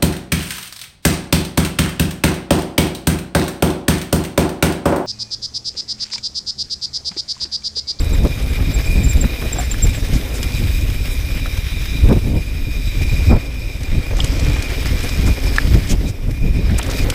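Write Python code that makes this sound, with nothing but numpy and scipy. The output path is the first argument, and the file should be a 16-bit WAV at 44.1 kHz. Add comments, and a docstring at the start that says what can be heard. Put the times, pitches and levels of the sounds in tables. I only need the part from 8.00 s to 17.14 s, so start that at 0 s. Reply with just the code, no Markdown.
"""Wind buffeting on a chest-worn microphone and brief brake chirps open a coast down a dirt trail.
Wind is noise modulated by eddies, with separate gusts; the brake is a wavering tone with its octave.
Stones and rattling parts are struck resonances, and scuffs are swelling bands of noise.
Ratchet clicks and the tremor of the trail excite the resonances of the rear hub and spokes.
The tyres hiss, crackle and scrub on loose dirt: coloured noise shaken by small bumps."""
import sys
import numpy as np
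from scipy import signal
from scipy.fft import rfft, irfft
from scipy.io import wavfile
from scipy.ndimage import uniform_filter1d

SR = 44100
rng = np.random.default_rng(int(sys.argv[2]) if len(sys.argv) > 2 else 0)


def to_wav(sig):
    """Store sig (one row per channel, or 1-D mono) as 16-bit WAV at the path in sys.argv[1].

    Samples outside -1..1 are clipped; the rate is SR.
    """
    pcm = np.clip(np.atleast_2d(sig), -1, 1) * 32767
    pcm = np.round(pcm).astype(np.int16)
    wavfile.write(sys.argv[1], SR, pcm.T)  # frames by channels


N = 403074  # samples

# Wind between the gusts: [t/s, nominal buffeting level/dB, nominal roar level/dB]
WIND_LEVELS = [(0, -13.5, -24), (.4, -17.5, -29.5), (.7, -15.5, -27.5), (1.24, -11.5, -30.5),
               (1.29, -22.5, -26.5), (1.9, -16, -29.5), (2.35, -23, -27), (2.77, -13.5, -34.5),
               (3.0, -18, -31.5), (3.9, -19.5, -35), (4.5, -20, -36.5), (5.2, -14, -30), (5.55, -22, -33.5),
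               (5.85, -23, -30.5), (6.3, -14, -24), (6.8, -20.5, -25.5), (7.6, -14, -25.5),
               (8.2, -22.5, -32), (8.45, -15, -34.5), (8.72, -14.5, -30.5), (8.92, -24.5, -23.5),
               (9.14, -16.5, -23)]
# Relative spectrum of the buffeting: [f/Hz, level per Hz/dB]
BUFFET_SPECTRUM = [(7.1, -51), (14, -3), (32, 4), (55, 3.5), (87, -2.5), (209, -19), (268, -18.5),
                   (415, -33), (500, -38.5), (650, -37.5), (1100, -120)]
# Relative spectrum of the roar: [f/Hz, level per Hz/dB]
ROAR_SPECTRUM = [(59, -1), (100, -2), (204, -22), (268, -4.5), (314, -13), (511, -13.5), (911, -26),
                 (1500, -31), (1950, -48), (3300, -120)]
# Direct gusts on the microphone port:
# [peak t/s, low push level/dB, rumble level/dB, rumble length/s, f that scales the rumble bands/Hz]
GUST_EVENTS = [(0.211, -16, -16.5, .025, 248), (0.257, -19, -11, 0.022, 392),
               (0.701, -21, -17.5, .055, 200), (0.995, -32, -16, 0.064, 246), (1.2, -37, -16.5, 0.056, 209),
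               (1.443, -41, -26.5, 0.041, 620), (1.884, -12.5, -24, 0.043, 198),
               (2.164, -13.5, -23.5, 0.039, 247), (2.621, -21, -20, 0.04, 250),
               (4.059, -9.5, -19.5, 0.033, 334), (4.115, -19, -8, 0.028, 445),
               (4.17, -17, -13.5, 0.024, 277), (4.269, -18.5, -16, 0.043, 252),
               (4.352, -19, -13.5, 0.061, 252), (5.323, -7.5, -9, 0.031, 504), (5.36, -38, -15, 0.026, 383),
               (5.972, -11.5, -17.5, 0.04, 190), (6.17, -21.5, -37, 0.039, 250),
               (6.53, -13, -42, 0.036, 250), (6.937, -14.5, -41, 0.025, 250), (7.199, -31, -16, .04, 171),
               (7.288, -10, -13.5, 0.024, 322), (7.468, -22, -19.5, 0.01, 500),
               (7.754, -9.5, -10.5, 0.048, 202), (7.926, -14, -15.5, 0.036, 324),
               (8.05, -12.5, -16.5, 0.029, 254), (8.291, -18, -22, 0.026, 302),
               (8.468, -30, -14.5, .055, 198), (8.588, -32, -15.5, 0.06, 208),
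               (8.725, -14, -16.5, 0.057, 250), (9.033, -13.5, -39, 0.038, 250)]
BUILD_S, DROP_S = 0.075, 0.035  # the low push builds slowly and lets go fast
LULL_DB, LULL_AFTER_S, LULL_S = -22, 0.11, 0.032  # depth at full-scale push, delay, width

# Tyre scuffs through loose dirt: [middle t/s, level/dB, length/s, centre f/Hz]
SCUFF_EVENTS = [(0.925, -40, 0.044, 10000), (1.417, -40, .03, 11000), (1.611, -36, 0.029, 9000),
                (2.154, -32.5, 0.046, 5300), (2.362, -34.5, 0.043, 7000), (3.128, -37, 0.037, 10000),
                (7.039, -34.5, 0.021, 8000), (7.273, -31.5, 0.026, 6500), (7.911, -24, 0.033, 6050),
                (7.916, -30, 0.046, 2500), (8.09, -37, 0.035, 6300), (8.788, -22, 0.01, 7850),
                (8.968, -38, 0.078, 5460), (9.029, -33, 0.027, 5000)]
SCUFF_WIDTH = 0.74  # width of each of two cascaded resonances, as a share of the centre

# Blows on stones and rattling parts: [t/s, peak level/dB, part]
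KNOCK_EVENTS = [(0.251, -20.5, "frame"), (0.6, -23, "frame"), (1.24, -20, "frame"), (1.42, -21, "frame"),
                (1.56, -23, "frame"), (1.586, -15.5, "tyre"), (1.599, -16.5, "tyre"), (1.743, -16.5, "rim"),
                (2.429, -12, "grit"), (2.43, -13, "caliper"), (3.459, -17.5, "pedal"),
                (5.833, -18.5, "grit"), (6.168, -18.5, "guard"), (6.185, -19, "guard"),
                (6.19, -19.5, "frame"), (6.202, -12, "chain"), (6.203, -12, "caliper"),
                (6.244, -8.5, "grit"), (6.337, -27, "guard"), (6.374, -22, "guard"),
                (6.396, -14.5, "guard"), (6.447, -22, "grit"), (6.497, -21, "grit"), (6.532, -20, "guard"),
                (6.561, -19, "frame"), (6.624, -13.5, "grit"), (6.868, -18, "guard"), (6.99, -20, "guard"),
                (7.005, -17, "guard"), (7.091, -13, "guard"), (7.275, -17, "frame"), (7.54, -29, "rim"),
                (7.561, -11.5, "guard"), (7.5837, 1, "rim"), (8.697, -22, "rim"), (8.792, -15, "frame"),
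                (8.814, -18, "chain"), (8.829, -12, "grit"), (8.865, -17, "grit"), (8.889, -18, "frame"),
                (8.9, -15.5, "guard"), (8.912, -12, "guard"), (9.101, -16, "chain"), (9.101, -4.5, "grit"),
                (9.123, -20, "frame")]
# Parts that rattle when struck: part: [centre f/Hz, nominal width/Hz, t60/s]
RATTLING_PARTS = {"frame": (1260, 2200, 0.048), "chain": (3210, 660, 0.018), "guard": (5250, 7300, 0.039),
                  "grit": (6400, 9700, 0.025)}
# Parts that ring clearly when struck: part: modes [f/Hz, relative level/dB, t60/s]
RINGING_PARTS = {"tyre": [(736, 1, 0.071), (1230, -8, .025), (1520, -4, .02)], "rim": [(1710, 6, 0.015),
                 (1400, -7.5, 0.019), (2500, -5, .008), (5000, -14, 0.0054)], "pedal": [(1320, -1, 0.015),
                 (603, -7, .02)], "caliper": [(2920, 2, .03), (3270, 2, .03), (5030, 0, 0.034),
                 (7440, -4, .025)]}
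# Loose stones flung up by the wheels: [t/s, mean rate/(stones per s)]
GRAVEL_RATE = [(0, 25), (2.5, 25), (3, 3), (4, 0), (6.13, 0), (6.2, 130), (7.3, 100), (7.6, 30), (8.05, 8),
               (8.12, 0), (8.68, 0), (8.8, 80), (9.14, 80)]

# Brake chirps: [peak t/s, nominal level/dB, nominal f/Hz, length/s]
CHIRP_EVENTS = [(.008, -30, 7600, 0.0083), (0.136, -31, 7580, 0.018), (0.505, -43, 7540, 0.026),
                (0.747, -28, 7530, 0.026), (.865, -34, 7500, 0.021), (1.046, -26.5, 7320, 0.03),
                (1.101, -23.5, 7450, 0.039), (1.17, -39, 7540, .028), (1.215, -19, 7440, 0.016),
                (1.532, -17.5, 7480, 0.013), (1.591, -22, 7410, 0.023), (1.65, -38, 7300, .027),
                (1.717, -19.5, 7360, 0.015), (1.834, -14.5, 7440, 0.025), (1.897, -37, 7660, 0.024),
                (1.958, -36.5, 7700, 0.053)]
RISE_SHARE, OCTAVE_DB = 0.44, -19  # share of a chirp spent rising; octave before its extra fading

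# Ratchet teeth passing the pawls: [t/s, nominal rate/(clicks per s)]
RATCHET_RATE = [(0, 227), (1.5, 144), (3, 110), (4, 163), (5, 170), (6, 178), (8.2, 180), (9.14, 160)]
# Resonances of hub shell and spokes: [f/Hz, nominal width/Hz, relative level/dB]
HUB_MODES = [(2200, 200, -10), (2405, 138, 7), (3720, 220, -10.5), (3910, 49, -7), (5000, 640, -9),
             (5356, 97, -9.5), (6460, 160, -13), (7800, 620, -15.5), (9480, 600, -20.5), (11800, 200, -22),
             (13300, 2200, -21.5)]
# Limits between the low, middle and high groups of hub resonances: [f/Hz]
GROUP_EDGES_HZ = [3000, 4500]
# Hub loudness: [t/s, low group level/dB, middle group level/dB, high group level/dB]
HUB_LEVELS = [(0.0, -43, -42.5, -44), (0.6, -36.5, -42.5, -44), (.73, -39, -38, -40), (0.91, -29, -43, -36),
              (1.02, -33.5, -39, -40), (1.4, -36, -39, -42), (2.31, -42, -43.5, -45), (2.65, -35, -41, -38),
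              (3.64, -38, -41, -44.5), (3.97, -33, -37.5, -41), (4.22, -43.5, -45.5, -45.5),
              (4.55, -37, -47, -44), (4.9, -36.5, -41.5, -41), (5.27, -29.5, -42, -37),
              (5.37, -38, -49.5, -45), (6.01, -39.5, -44.5, -44.5), (6.29, -39, -65, -40),
              (6.54, -32.5, -42, -40), (6.72, -39, -54, -46), (6.75, -32, -44, -36),
              (6.85, -38.5, -44, -40), (7.36, -33, -45, -38), (7.69, -41, -46, -36.5),
              (7.86, -39, -55, -43), (7.92, -39, -42, -33), (7.97, -64, -67, -54),
              (8.07, -36.5, -40.5, -41), (8.2, -52, -68, -60), (8.47, -38.5, -50, -46),
              (8.94, -40.5, -43, -43), (8.99, -30, -40, -32), (9.06, -44, -47, -58), (9.11, -37, -50, -34),
              (9.14, -42, -50, -46)]
WAVER = .005  # rms pitch drift of each hub resonance, as a share of its frequency

# Rolling: [t/s, nominal hiss level/dB, gain of the hiss treble/dB, scrub level/dB]
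ROLLING_LEVELS = [(0, -40.5, 4, -42), (.94, -38.5, 5, -37), (1.45, -38, 5, -41), (1.55, -33.5, -1.5, -38.5),
                  (2.44, -37, 5, -37.5), (2.9, -36.5, 4, -39), (4.02, -36.5, 0.5, -40.5),
                  (4.25, -41, 4, -43.5), (4.58, -42.5, 3, -45), (5.25, -37, 0, -38),
                  (5.35, -46.5, 3, -40.5), (5.6, -43, -1, -49), (6.12, -38, -3, -37),
                  (6.19, -34, -9, -36.5), (6.9, -36, 1.5, -35), (7.79, -36, 2, -34.5),
                  (7.97, -39, 1, -39.5), (8.15, -44.5, 0, -50), (8.47, -46.5, 5, -46),
                  (8.73, -39.5, -3, -36), (8.95, -41, 8, -36.5), (9.14, -42.5, 9, -34)]
# Relative spectrum of the tyre hiss: [f/Hz, level per Hz/dB]
HISS_SPECTRUM = [(1180, -19), (2000, -11), (2420, -5), (2770, -9), (3810, -10.5), (4250, -18), (5180, -9.5),
                 (7120, -18.5), (13700, -19.5), (15500, -21)]
# Relative spectrum of the dull tread scrub: [f/Hz, level per Hz/dB]
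SCRUB_SPECTRUM = [(350, -16), (600, -9.5), (1270, -6), (2240, 1.5), (2430, -14), (2810, -6), (4500, -10.5),
                  (5850, -21.5), (9900, -120)]
TOP_HZ = 9000  # where the hiss treble begins

EDGE_HZ = 15480  # upper band limit of the whole sound


def amp(db):
    """Level and amplitude: a level in decibels becomes a linear gain."""
    return 10 ** (np.asarray(db) / 20)


def evened(x):
    """Normalisation: a signal is scaled to an rms of 1."""
    return x / np.sqrt(np.mean(x ** 2) + 1e-20)


def curve(rows, t):
    """Linear interpolation: each column of a table is joined by straight lines at the times t."""
    s, *columns = np.transpose(rows)
    return [np.interp(t, s, c) for c in columns]


def add(mix, s, sound):
    """Superposition: a sound is summed into the mix from s seconds on."""
    part = mix[max(round(s * SR), 0):][:len(sound)]
    part += sound[:len(part)]


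def resonate(x, hz, width_hz):
    """Resonance: one damped pole passes its centre at a gain near 1."""
    r = np.exp(-np.pi * width_hz / SR)
    pole = r * np.exp(2j * np.pi * hz / SR)
    return 2 * signal.lfilter([1 - r], [1, -pole], x).real


def wandering(x, hz, width_hz):
    """Heterodyning: shifting the signal about zero lets a steep resonance follow the curve hz."""
    turn = np.exp(2j * np.pi * np.cumsum(hz) / SR)
    r = np.exp(-np.pi * width_hz / SR)
    ring = signal.lfilter([(1 - r) ** 2], [1, -2 * r, r ** 2], x / turn)
    return 2 * (turn * ring).real


def lumps(per_s):
    """Slow random fluctuation: smoothed noise of rms 1 changes about per_s times a second."""
    span = max(int(SR / per_s), 1)
    smooth = uniform_filter1d(rng.standard_normal(N), span)
    return evened(uniform_filter1d(smooth, span))


def colour(x, spectrum):
    """Spectral shaping: a signal is filtered by a curve over log frequency, then set to rms 1."""
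    f, db = np.transpose(spectrum)
    hz = np.fft.rfftfreq(N, 1 / SR)
    gain = amp(np.interp(np.log(hz + 1), np.log(f + 1), db))
    return evened(irfft(rfft(x) * gain, N))


def steadied(x, s):
    """Gain control: division by the local rms evens out swells slower than about s seconds."""
    span = int(s * SR)
    power = uniform_filter1d(uniform_filter1d(x ** 2, span), span)
    return evened(x / np.sqrt(power + 0.078))


def patchy(x, db):
    """Time-frequency modulation: patches near 700 Hz by 0.08 s grow louder and softer."""
    z = signal.stft(x, nperseg=512)[2]
    patches = uniform_filter1d(rng.standard_normal(z.shape), size=8, axis=0)
    patches = uniform_filter1d(patches, size=14, axis=1)
    return evened(signal.istft(z * amp(db * evened(patches)), nperseg=512)[1][:N])


def pushes(t):
    """Gust pressure: a slow build and fast release give a push gain, then a lull in dB."""
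    s, push_db = np.transpose(GUST_EVENTS)[:2]
    gain = amp(push_db)[:, None]
    coarse = t[::100]
    since = coarse - s[:, None]
    push = gain * np.exp(-(since / np.where(since < 0, BUILD_S, DROP_S)) ** 2)
    lull_db = LULL_DB * gain * np.exp(-((since - LULL_AFTER_S) / LULL_S) ** 2)  # deeper for strong pushes
    return np.interp(t, coarse, push.sum(0)), np.interp(t, coarse, lull_db.sum(0))


def wind(t):
    """Turbulent pressure: short eddies press on the microphone and make buffeting and roar flutter."""
    buffet_db, roar_db = curve(WIND_LEVELS, t)
    eddies, slaps = lumps(per_s=53.0), lumps(per_s=36.0)
    buffet_swell = amp(3.5 * eddies + 1.3 * lumps(per_s=55))
    buffet = colour(rng.standard_normal(N) * buffet_swell, BUFFET_SPECTRUM)
    roar_swell = amp(1.1 * eddies + 2.55 * lumps(per_s=120))
    roar = colour(rng.standard_normal(N) * roar_swell, ROAR_SPECTRUM)
    push, lull_db = pushes(t)
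    strength = np.hypot(amp(buffet_db + lull_db), push) * amp(0.58 * slaps)
    return strength * steadied(buffet, 0.073) + amp(roar_db + 1.3 * slaps) * steadied(roar, 0.35)


def gust(db, length, hz):
    """Turbulent burst: rumble swells quickly, and its upper band is strongest at the peak."""
    t = np.arange(-2 * length, 2 * length, 1 / SR)
    noise = rng.standard_normal((2, 14000))
    noise = signal.sosfiltfilt(signal.butter(2, 5.2 * hz, fs=SR, output="sos"), noise)
    low = resonate(resonate(noise[0], 0.31 * hz, 0.86 * hz), 0.31 * hz, 0.86 * hz)
    top = resonate(resonate(noise[1], 1.1 * hz, 0.92 * hz), 1.1 * hz, 0.92 * hz)
    low, top = evened(low)[:len(t)], evened(top)[:len(t)]
    swell = np.exp(-1.5 * (t / length) ** 2)
    return amp(db) * swell * (low + amp(-15.5) * swell ** 11.0 * top)


def scuff(db, length, hz, width_hz):
    """Friction noise: a wide band of hiss swells and fades as the tyre slides on dirt."""
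    noise = resonate(resonate(rng.standard_normal(9000), hz, width_hz), hz, width_hz)
    size = int(2 * length * SR)
    return amp(db) * evened(noise)[:size] * np.hanning(size)


def knock(db, hz, width_hz, t60):
    """Forced vibration: a sharp blow and dying rattle excite the broad resonance of the struck part."""
    t = np.arange(3000) / SR
    rattle = rng.standard_normal(len(t)) * amp(-60 * t / t60) * np.minimum(t / (0.041 * t60), 1)
    blow = rattle + 3.6 * (t == 0)
    sound = resonate(resonate(blow, hz, 1.07 * width_hz), hz, 1.07 * width_hz)
    sound = signal.lfilter(*signal.butter(2, min(hz + 0.38 * width_hz, 15000), fs=SR), sound)
    return amp(db) * sound / abs(sound).max()


def ping(db, modes):
    """Modal vibration: one blow sets damped modes ringing, roughened by a short scrape."""
    t = np.arange(3000) / SR
    sound = np.zeros(len(t))
    for hz, mode_db, t60 in modes:
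        phase = 2 * np.pi * (hz * t + 0.068 * rng.standard_normal())
        sound += amp(mode_db - 60 * t / t60) * np.sin(phase)
    scrape = uniform_filter1d(rng.standard_normal(len(t)), size=5) * amp(-7 - 60 * t / 0.01)
    sound = (sound + scrape) * np.minimum(t / .0004, 1)
    return amp(db) * sound / abs(sound).max()


def gravel(t):
    """Random impacts: small stones, a few of them large, strike frame and tyre at a varying rate."""
    out = np.zeros(N)
    slot_s = 400 / SR  # at most one stone in each slot
    draws = rng.random((int(N / 400), 3))
    slot = np.arange(len(draws)) * slot_s
    for s, per_s, (chance, size, pitch) in zip(slot, curve(GRAVEL_RATE, slot)[0], draws):
        hz = 2400 * 3.8 ** pitch
        if chance < per_s * slot_s:
            add(out, s, knock(-27 - 2.8 * np.log(size + .06), hz, hz, .014))  # low draws are loud
    return out


def chirp(db, hz, rise, fall):
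    """Frictional oscillation: pad on disc sings unsteadily with its octave, sagging as it lets go."""
    t = np.arange(-2 * rise, 2 * fall, 1 / SR)
    place = np.where(t < 0, t / rise, t / fall)
    waver = uniform_filter1d(rng.standard_normal((2, 5000)), 90)[:, :len(t)]
    sag = 0.0027 * place + 0.027 * np.maximum(place, 0) ** 2
    pitch = hz * (1 - sag + 0.066 * waver[0])
    turn = 2 * np.pi * np.cumsum(pitch) / SR
    grip = amp(-15 * abs(place) ** 2.0) + 0.049 * amp(-9 * place ** 2)
    tone = amp(db + 12.0 * waver[1]) * np.sin(turn)
    octave = amp(db + OCTAVE_DB) * grip * np.sin(2 * turn)  # fades faster than the tone
    return np.sqrt(2) * grip * (tone + octave)


def hub(t):
    """Resonant excitation: uneven pawl clicks and the tremor of the trail ring hub and spokes."""
    rate = curve(RATCHET_RATE, t)[0] * (1 + .06 * lumps(per_s=60))
    teeth = np.diff(np.floor(np.cumsum(rate) / SR), prepend=0)
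    clicks = teeth * amp(0.49 * rng.standard_normal(N))
    snaps = signal.oaconvolve(clicks, np.exp(-np.arange(300) / (0.001 * SR)))[:N]
    # the constant lets noise through between clicks
    drive = rng.standard_normal(N) * (1.4 + evened(snaps)) * amp(1.66 * lumps(per_s=38))
    groups = np.zeros((3, N))
    for hz, width_hz, db in HUB_MODES:
        drift, swell = lumps(per_s=11), lumps(per_s=7.3)
        ring = wandering(drive, hz * (1 + WAVER * drift), 1.18 * width_hz)
        add(groups[np.searchsorted(GROUP_EDGES_HZ, hz)], 0, amp(db + 0.74 * swell) * ring)
    return sum(amp(db) * evened(group) for db, group in zip(curve(HUB_LEVELS, t), groups))


def tyres(t):
    """Rolling noise: dust hisses with crackling grit and the tread scrubs; small bumps shake both."""
    hiss_db, top_db, scrub_db = curve(ROLLING_LEVELS, t)
    bumps = lumps(per_s=43)
    grain_gain = amp(8.0 * np.minimum(rng.exponential(1, N), 5))
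    grit = grain_gain * (rng.random(N) < 300 / SR)  # about 300 grains a second
    grit = signal.oaconvolve(grit, np.exp(-np.arange(400) / (0.006 * SR)))[:N]  # each a short puff
    dust = rng.standard_normal((2, N)) * (1 + 0.22 * evened(grit))
    hiss = patchy(colour(dust[0] * amp(0.96 * bumps), HISS_SPECTRUM), db=1.65)
    low = signal.sosfiltfilt(signal.butter(2, TOP_HZ, fs=SR, output="sos"), hiss)
    hiss = low + amp(top_db) * (hiss - low)
    scrub = colour(dust[1] * amp(2.0 * bumps + 0.96 * lumps(per_s=140)), SCRUB_SPECTRUM)
    return amp(hiss_db) * hiss + amp(scrub_db) * scrub


def scene():
    """Superposition and reflection: all sources meet at one microphone; ground returns the chirps."""
    t, brake, near = np.arange(N) / SR, np.zeros(N), np.zeros(N)
    for s, _, db, length, hz in GUST_EVENTS:
        add(near, s - 2 * length, gust(db, length, hz))
    for s, db, length, hz in SCUFF_EVENTS:
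        add(near, s - length, scuff(db, length, hz, SCUFF_WIDTH * hz))
    for s, db, part in KNOCK_EVENTS:
        if part in RINGING_PARTS:
            add(near, s, ping(db, RINGING_PARTS[part]))
        else:
            add(near, s, knock(db, *RATTLING_PARTS[part]))
    for s, db, hz, length in CHIRP_EVENTS:
        rise = RISE_SHARE * length
        add(brake, s - 2 * rise, chirp(db, hz, rise, length - rise))
    ground = rng.standard_normal(3000) * amp(-60 * np.arange(3000) / SR / 0.092)  # t60 0.092 s
    ground /= np.linalg.norm(ground)
    brake = brake + amp(-13) * signal.oaconvolve(brake, ground)[:N]
    return (wind(t) + near + gravel(t) + brake + hub(t) + tyres(t))[None]


def record(dry):
    """Saturation and band limiting: strong lows are softly squeezed, peaks clipped, treble cut."""
    low = signal.sosfiltfilt(signal.butter(2, 900, fs=SR, output="sos"), dry)
    over = np.maximum(abs(low) - .6, 0)
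    squeezed = np.sign(low) * (np.minimum(abs(low), .6) + .3 * np.tanh(over / .3))
    held = np.clip(dry - low + squeezed, -.96, .96)
    band_limit = signal.firwin(1023, EDGE_HZ, window=("kaiser", 9), fs=SR)
    return signal.oaconvolve(held, band_limit[None], "same")


dry = scene()
out = record(dry)
to_wav(out)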